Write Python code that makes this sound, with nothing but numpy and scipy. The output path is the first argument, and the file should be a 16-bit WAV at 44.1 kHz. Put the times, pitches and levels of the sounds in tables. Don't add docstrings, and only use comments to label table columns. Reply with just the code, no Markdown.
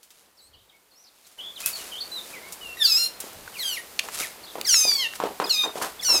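import sys
import numpy as np
from scipy import signal
from scipy.fft import rfft, irfft, next_fast_len
from scipy.io import wavfile
from scipy.ndimage import map_coordinates

SR = 44100
rng = np.random.default_rng(int(sys.argv[2]) if len(sys.argv) > 2 else 0)


def waveform_to_disk(signal):
    frames = np.transpose(np.atleast_2d(signal))
    scaled = np.clip(frames, -1, 1) * 32767
    samples = np.round(scaled).astype(np.int16)
    wavfile.write(sys.argv[1], SR, samples)


N = 273420
TOP_HZ = 16050


def amp(db):
    return 10 ** (np.asarray(db) / 20)


def unit(x):
    return x / np.sqrt(np.mean(x ** 2) + 1e-20)


def along(points, hz):
    freqs, values = np.transpose(points)
    return np.interp(np.log(hz + 1), np.log(freqs + 1), values)


def curves(rows):
    times, *columns = np.transpose(rows)
    t = np.arange(times[0], times[-1], 1 / SR)
    return [times[0]] + [np.interp(t, times, column) for column in columns]


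def wobble(rate, size):
    return map_coordinates(rng.standard_normal(int(size * rate / SR) + 4), [np.arange(size) * rate / SR])


def fade(x, seconds):
    i = np.arange(len(x))
    return x * np.clip(np.minimum(i, i[::-1]) / (seconds * SR), 0, 1)


def add(out, start, x):
    i = max(round(start * SR), 0)
    out[i:i + len(x)] += x[:max(len(out) - i, 0)]


def filtered(x, response):
    size = next_fast_len(len(x) + 8192)
    return irfft(rfft(x, size) * response(np.fft.rfftfreq(size, 1 / SR)), size)[:len(x)]


def resonance(f, hz, width):
    return 1j * f * width / (hz * hz - f * f + 1j * f * width)


def noise(response, size):
    return unit(filtered(rng.standard_normal(size), response))


def air_level(quiet_db, loud_db, step_at=1.372, step_s=0.008, creep_s=0.45, creep_db=5.5):
    times = step_at + np.array([0, step_s, step_s + creep_s])
    return np.interp(np.arange(N) / SR, times, [quiet_db, loud_db - creep_db, loud_db])


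# frequency in Hz, relative level in dB.
HUSH_TONE = [(20, -8), (60, -0.5), (120, -10.5), (185, 0), (240, -2.5), (450, 1.5), (1000, -1.5),
             (1700, -5.5), (3200, -7.5), (5000, -11), (7000, -36), (11000, -90)]

def hush():
    air = noise(lambda f: amp(along(HUSH_TONE, f)) * f / (f + 90), N)
    return air * amp(air_level(-64.5, -48) + 0.95 * wobble(15, N))


# time of the peak in seconds, relative level in dB.
WIND_PUFFS = [(.56, -63), (2.68, -63), (2.9, -56.5), (3.42, -54), (4.73, -58), (5.32, -61), (6.13, -54.5)]

def wind(gain_db=-2, puff_s=0.084):
    t = np.arange(N) / SR
    breeze = amp(air_level(-83, -66.5))
    puffs = sum(amp(db) * np.exp(-((t - peak) / puff_s) ** 2) for peak, db in WIND_PUFFS)
    return amp(gain_db) * (breeze + puffs) * noise(lambda f: resonance(f, hz=64, width=55), N)


# frequency in Hz, relative level in dB.
FOLIAGE_TONE = [(1470, -18.5), (2500, -22), (3130, -19), (3830, -3), (7830, -1.5), (12000, -1.5),
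                (15200, -2.5), (16000, -26)]

def foliage():
    hiss = noise(lambda f: amp(along(FOLIAGE_TONE, f)), N)
    return hiss * amp(air_level(-65.5, -49) + 0.9 * wobble(15, N))


# frequency in Hz, relative level in dB.
DRY_PLANT_TONE = [(410, -10), (700, -4.5), (1020, -7.5), (1350, -0.5), (1540, -4), (1710, -4.5), (2100, -2),
                  (7110, -1.5), (7690, -2.5), (11500, -2.5), (16000, -15)]

def dry_plant_noise():
    return noise(lambda f: amp(along(DRY_PLANT_TONE, f)), N)


def stem_ticks(per_second=70, decay_s=0.0011):
    touches = (rng.random(N) < per_second / SR) * rng.random(N)
    bursts = signal.lfilter([1], [1, -np.exp(-1 / (decay_s * SR))], touches)
    return amp(air_level(-75.5, -59)) * unit(bursts * dry_plant_noise())


# time of the peak in seconds, level in dB,
# rise time in seconds, fall time in seconds.
BRUSHES = [(.2, -56.5, 0.21, 0.11), (1.33, -54.5, 0.43, 0.12), (1.611, -35.5, 0.037, 0.11),
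           (1.662, -28.5, 0.007, .09), (1.778, -37.5, 0.058, 0.29), (2.3, -44, 0.21, 0.2),
           (3.21, -41.5, 0.0071, 0.21), (4.04, -40.5, 0.019, 0.17), (4.149, -34, 0.055, 0.13),
           (4.208, -27, 0.063, 0.095), (5.16, -37, 0.04, 0.027), (5.78, -39.5, .06, 0.09),
           (5.823, -28.5, 0.014, 0.084), (6.19, -36, 0.12, .2)]

def rustle(swell_db=19, clump_db=3):
    t = np.arange(N) / SR
    power = sum(amp(db - swell_db * np.maximum((peak - t) / rise, (t - peak) / fall)) ** 2
                for peak, db, rise, fall in BRUSHES)
    crackle = unit(dry_plant_noise() * amp(clump_db * wobble(700, N)))
    return np.sqrt(power) * crackle


# start in seconds, level in dB, centre frequency in Hz,
# width of the band in Hz, seconds for the splintering to fade by 60 dB.
STALK_BREAKS = [(0.03, -47, 5900, 8000, 0.12), (0.105, -48, 5030, 8000, .12),
                (1.268, -48.5, 7000, 6000, 0.1), (1.604, -29, 9550, 6000, 0.025),
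                (1.6609, -8.5, 10400, 5960, 0.0067), (1.66, -23.5, 11000, 6900, 0.22),
                (1.771, -34, 8000, 8000, 0.018), (2.523, -31, 8160, 9000, 0.091),
                (3.203, -25.5, 8900, 8000, 0.052), (3.332, -38, 6000, 12000, .02),
                (3.477, -32.5, 1500, 400, .025), (3.9913, -18.5, 3660, 2480, 0.017),
                (3.9941, -14, 2790, 1190, 0.018), (4.087, -26.5, 1340, 900, 0.025),
                (4.613, -19, 4370, 7100, 0.011), (4.743, -17, 2200, 1013, 0.015),
                (4.917, -27, 1880, 900, 0.009), (5.136, -30, 1590, 1200, 0.017)]

def snaps(crack_db=3):
    out, t = np.zeros(N), np.arange(SR // 4) / SR
    for start, db, hz, width, fade_s in STALK_BREAKS:
        crack = amp(crack_db) * np.sin(2 * np.pi * hz * t) * np.exp(-width * t)
        splinters = amp(-60 * t / fade_s) * noise(lambda f: resonance(f, hz, width), len(t))
        add(out, start, amp(db) * (crack + splinters))
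    return signal.sosfilt(signal.butter(2, 800, "high", fs=SR, output="sos"), out)


# frequency in Hz, width in Hz, relative level in dB.
HOLLOW_NOTES = [(167, 12, 5.5), (313, 28, 4), (414, 43, 5), (520, 41, -16), (760, 52, -1), (1000, 51, 0)]

def hollow_body(f, blow_hz, ring_db=-3, dull_hz=1350):
    ringing = sum(amp(db) * np.abs(resonance(f, hz, width)) for hz, width, db in HOLLOW_NOTES)
    near_blow = np.abs(resonance(f, 1.06 * blow_hz, 1.87 * blow_hz))
    return (1 + amp(ring_db) * ringing) * near_blow / np.sqrt(1 + (f / dull_hz) ** 6)


# start in seconds, level of the blow in dB, pitch in Hz,
# relative level of the rattle after it in dB.
BLOWS = [(3.24, -32.5, 450, -48.5), (4.036, -41, 730, -42), (4.209, -28.5, 410, -53),
         (4.555, -21.5, 650, -39.5), (4.583, -23, 600, -42), (4.852, -18.5, 615, -36),
         (5.2014, -12.5, 1000, -31.5), (5.2372, -12, 554, -27.5), (5.4, -10, 960, -24.5),
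         (5.637, -25.5, 1000, -31), (5.675, -25.5, 428, -52), (5.756, -19.5, 530, -33),
         (5.8146, -18.5, 1270, -28.5), (6.087, -22, 1150, -33.5), (6.122, -34, 550, -32),
         (6.144, -23, 710, -38.5)]

def knocks(click_db=-19, grit_db=-13, bounce_db=2.5, rattle_gain_db=-0.5, hold_s=0.026, fade_s=0.24):
    out, t = np.zeros(N), np.arange(SR // 3) / SR
    grit = lambda f: resonance(f, hz=2700, width=1800)
    for start, db, hz, rattle_db in BLOWS:
        cycles = hz * t
        swing = np.sin(2 * np.pi * cycles) * cycles ** 0.51 * np.exp(-1.6 * cycles / 0.97)
        click = amp(click_db) * noise(grit, len(t)) * np.exp(-t / 0.0045)
        blow = swing / np.abs(swing).max() + click
        rattle = noise(lambda f: hollow_body(f, hz), len(t)) + amp(grit_db) * noise(grit, len(t))
        bounces = unit(rattle * amp(bounce_db * wobble(140, len(t)))) * np.std(rattle)
        envelope = amp(-60 * np.maximum(t - hold_s, 0) / fade_s) * (1 - np.exp(-t / 0.00016))
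        add(out, start, amp(db) * blow + amp(rattle_db + rattle_gain_db) * bounces * envelope)
    return signal.sosfilt(signal.butter(3, 175, "high", fs=SR, output="sos"), out)


# start in seconds, length in seconds, first, middle and last pitch in Hz,
# level in dB, depth of the trill as a fraction of the pitch.
BIRD_CHIRPS = [ (0.37, 0.054, 5500, 4330, 4040, -57, 0.05), (0.418, 0.076, 3900, 4190, 4400, -60.5, 0),
               (0.412, .07, 7750, 8200, 8860, -61, 0.01), (0.529, 0.037, 3140, 2970, 2700, -55.5, 0.05),
               (.532, .03, 4000, 4400, 4860, -59, .05), (0.564, 0.064, 3720, 3470, 3350, -63.5, .1),
               (.689, 0.023, 3250, 3400, 3420, -56.5, .1), (0.721, 0.057, 2100, 2210, 2180, -63, 0.02),
               (0.908, .048, 4820, 4230, 4700, -62.5, 0.02), (0.951, 0.083, 4980, 5740, 5850, -57.5, 0.02),
               (1.034, 0.066, 5700, 4670, 3770, -57, 0.1), (1.241, 0.035, 3980, 4340, 4520, -58, .1),
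               (1.383, 0.047, 2860, 3160, 3350, -38, 0.04), (1.431, 0.085, 3465, 3420, 3410, -40, 0.03),
               (1.557, 0.033, 4460, 3310, 2790, -39, 0), (1.627, .058, 2380, 2590, 2540, -40.5, 0.01),
               (1.727, 0.051, 4440, 4460, 3930, -34.5, 0.02), (1.78, 0.048, 3080, 2880, 2900, -48, 0),
               (1.914, 0.096, 3130, 3130, 3990, -39, 0.03), (2.001, 0.034, 4330, 4410, 4230, -32, 0.03),
               (2.113, 0.091, 3960, 3984, 3460, -34, 0.01), (2.328, 0.066, 2600, 2154, 1960, -43, 0.03),
               (2.414, 0.085, 2024, 2174, 2280, -49, 0), (2.608, 0.14, 3040, 2754, 2743, -41.5, 0),
               (4.217, 0.045, 2905, 2154, 1690, -35, 0.01), (4.43, 0.036, 4100, 4420, 4730, -44.5, 0.05),
               (4.456, 0.07, 3650, 3610, 3610, -47.5, 0.08), (5.992, 0.021, 3370, 3400, 3410, -33.5, 0.03)]

def bird(octave_db=-26, trill_hz=44, waver=0.005, flutter_db=1.3, attack_s=0.009, release_s=0.01):
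    out = np.zeros(N)
    for start, length, first_hz, middle_hz, last_hz, db, depth in BIRD_CHIRPS:
        t = np.arange(0, length, 1 / SR)
        n = len(t)
        arc = np.polyval(np.polyfit([0, .5, 1], [first_hz, middle_hz, last_hz], 2), t / length)
        trill = np.sin(2 * np.pi * trill_hz * t) + .5 * wobble(600, n)
        pitch = arc * (1 + depth * trill + waver * wobble(188, n))
        phase = 2 * np.pi * np.cumsum(pitch) / SR
        envelope = np.minimum(t / attack_s, 1) * np.minimum((length - t) / release_s, 1)
        whistle = unit(np.sin(phase) + amp(octave_db) * np.sin(2 * phase))
        add(out, start, amp(db + flutter_db * wobble(94, n)) * envelope * whistle)
    return out


# frequency in Hz, boost or cut in dB.
THROAT_TONE = [(900, -8.5), (1450, -12), (1900, 5), (2500, -1), (3300, -1.5), (4200, 1), (6300, 1.5),
               (8100, -4), (9800, -5), (11500, -8.5), (13000, -8), (16000, -12)]

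def throat_and_mouth(hz, mouth_hz, gape, mouth_db=19, upper_gap_hz=8300):
    lift = lambda db, centre, width: 1 + amp(db) / (1 + (2 * (hz - centre) / width) ** 2)
    lower = lift(mouth_db, mouth_hz, width=800)
    upper = lift(2.5 - 8.5 * gape, mouth_hz + upper_gap_hz, width=1300)
    return amp(along(THROAT_TONE, hz)) * lower * upper * (hz < TOP_HZ)


def scream(rows, shrill_db, usual_db=-22, jitter=0.0051, scatter_radians=0.036, treble_hz=7200,
           flutter_db=2, flare_db=2, rasp_db=-23, hiss_db=-5.5, release_s=0.007):
    start, pitch, mouth_hz, level_db = curves(rows)
    n = len(pitch)
    gape = (mouth_hz - 4500) / 1000
    treble_db = -36 + shrill_db + 0.31 * (level_db - usual_db) + 4.5 * gape
    squeak = np.clip((pitch - 1800) / 500, 0, 1)
    pitch = pitch * (1 + jitter * wobble(350, n) + .028 * squeak * wobble(260, n))
    level_db = level_db + squeak * (4.5 * wobble(200, n) - 3)
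    phase = 2 * np.pi * np.cumsum(pitch) / SR
    harmonics = np.arange(1, 16)[:, None]
    hz = harmonics * pitch
    strength = throat_and_mouth(hz, mouth_hz, gape)
    strength *= amp(-9 * squeak * np.clip((hz - mouth_hz) / 1500, 0, 1))
    high = np.clip((hz - treble_hz) / 800 + .5, 0, 1)
    brightness = amp(treble_db - level_db - 6.6 * squeak) * np.minimum(1900 / pitch, 1) ** 2
    unit_power = lambda band: band / np.sqrt(np.sum(band ** 2, axis=0) / 2 + 1e-12)
    strength = unit_power(strength * (1 - high)) + brightness * unit_power(strength * high)
    flutter = amp([flutter_db * wobble(119.1, n) + (flare_db + 0.5 * h) * wobble(21.1, n) for h in high])
    blur = scatter_radians * harmonics * np.array([wobble(900, n) for _ in harmonics])
    overtones = np.sin(harmonics * phase + blur + rng.uniform(0, 2 * np.pi, harmonics.shape))
    voice = np.sum(strength * flutter * overtones, axis=0)
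    rasp = amp(rasp_db) * voice * noise(lambda f: 1 / (1 + (f / 700) ** 2), n)
    hiss = amp(treble_db - level_db + hiss_db) * noise(lambda f: resonance(f, hz=5100, width=8800), n)
    release = 1 - np.exp(-np.arange(n)[::-1] / SR / release_s)
    return start, fade(amp(level_db) * release * (voice + rasp + hiss), seconds=0.0011)


# time in seconds, pitch in Hz,
# resonance of the mouth in Hz, relative level in dB.
SCREAM_SHAPES = [
    [(2.77, 1915, 2640, -36), (2.79, 1933, 3320, -43), (2.806, 1835, 3360, -31), (2.824, 1773, 3560, -16),
     (2.84, 1650, 4200, -27.5), (2.854, 1577, 4700, -14), (2.872, 1359, 4500, -23.5),
     (2.9, 1317, 4770, -23.5), (2.924, 1262, 4930, -20.5), (2.964, 1268, 4930, -21.5),
     (2.99, 1399, 4700, -24), (3.042, 1388, 4540, -25), (3.085, 1412, 4210, -32)],
    [(3.54, 3188, 2560, -42), (3.576, 2314, 3300, -37.5), (3.6, 2097, 3840, -31.5),
     (3.628, 1920, 3400, -32.5), (3.634, 1649, 3250, -28.5), (3.682, 1573, 3400, -26.5),
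     (3.744, 1400, 3280, -34), (3.758, 1300, 3050, -39.5), (3.784, 926, 2220, -35.5),
     (3.81, 960, 1980, -44)],
    [(4.645, 2723, 4860, -34), (4.657, 2096, 5000, -32), (4.681, 1695, 5500, -25),
     (4.711, 1460, 5770, -14.5), (4.777, 1278, 5910, -21), (4.817, 1257, 6180, -18),
     (4.863, 1237, 5100, -23.5), (4.885, 1206, 4800, -16.5), (4.915, 1151, 4680, -20.5),
     (4.955, 1140, 4300, -26), (4.975, 1090, 4370, -28), (5.007, 1079, 3500, -24.5),
     (5.059, 906, 2760, -26.5), (5.08, 928, 2800, -27)],
    [(5.44, 2586, 4360, -32), (5.476, 1673, 4080, -36), (5.492, 1727, 4150, -37),
     (5.498, 1502, 4450, -19.5), (5.51, 1420, 4180, -15.5), (5.53, 1305, 4370, -24.5),
     (5.56, 1222, 4400, -25), (5.582, 1243, 3860, -25), (5.632, 1220, 3460, -19), (5.665, 1233, 3680, -27)],
    [(6.01, 2646, 5220, -33), (6.026, 2130, 5260, -40), (6.036, 1796, 5450, -28), (6.044, 1770, 5500, -35),
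     (6.05, 1520, 5420, -28), (6.094, 1382, 5460, -17), (6.128, 1335, 5530, -18.5),
     (6.194, 1244, 5800, -22.5)],
]
EXTRA_TREBLE_DB = [2, 6.5, -0.5, -1, -3]

def frog(gain_db=-0.56):
    out = np.zeros(N)
    for rows, shrill_db in zip(SCREAM_SHAPES, EXTRA_TREBLE_DB):
        add(out, *scream(rows, shrill_db))
    return amp(gain_db) * out


# frequency in Hz, seconds to fade by 60 dB.
ECHO_TIMES = [(300, .27), (3500, .28), (7000, .27), (14000, .2)]

def garden_echo(x, delay_s=0.006):
    hz, t, spectrum = signal.stft(rng.standard_normal(SR // 2), SR, nperseg=256)
    decay = amp(-60 * t / along(ECHO_TIMES, hz)[:, None])
    tail = signal.istft(spectrum * decay, SR, nperseg=256)[1]
    tail = np.pad(tail / np.linalg.norm(tail), (round(delay_s * SR), 0))
    return signal.fftconvolve(x, tail)[:N]


def scene(frog_echo_db=-9, bird_echo_db=-7, snap_echo_db=-14):
    cries, chirps, twigs = frog(), bird(), snaps()
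    echo = garden_echo(amp(frog_echo_db) * cries + amp(bird_echo_db) * chirps + amp(snap_echo_db) * twigs)
    nearby = knocks() + rustle()
    background = hush() + foliage() + stem_ticks() + wind()
    return (background + nearby + twigs + chirps + cries + echo)[None]


def record(dry):
    return np.array([filtered(x, lambda f: f < TOP_HZ) for x in dry])


dry = scene()
out = record(dry)
waveform_to_disk(out)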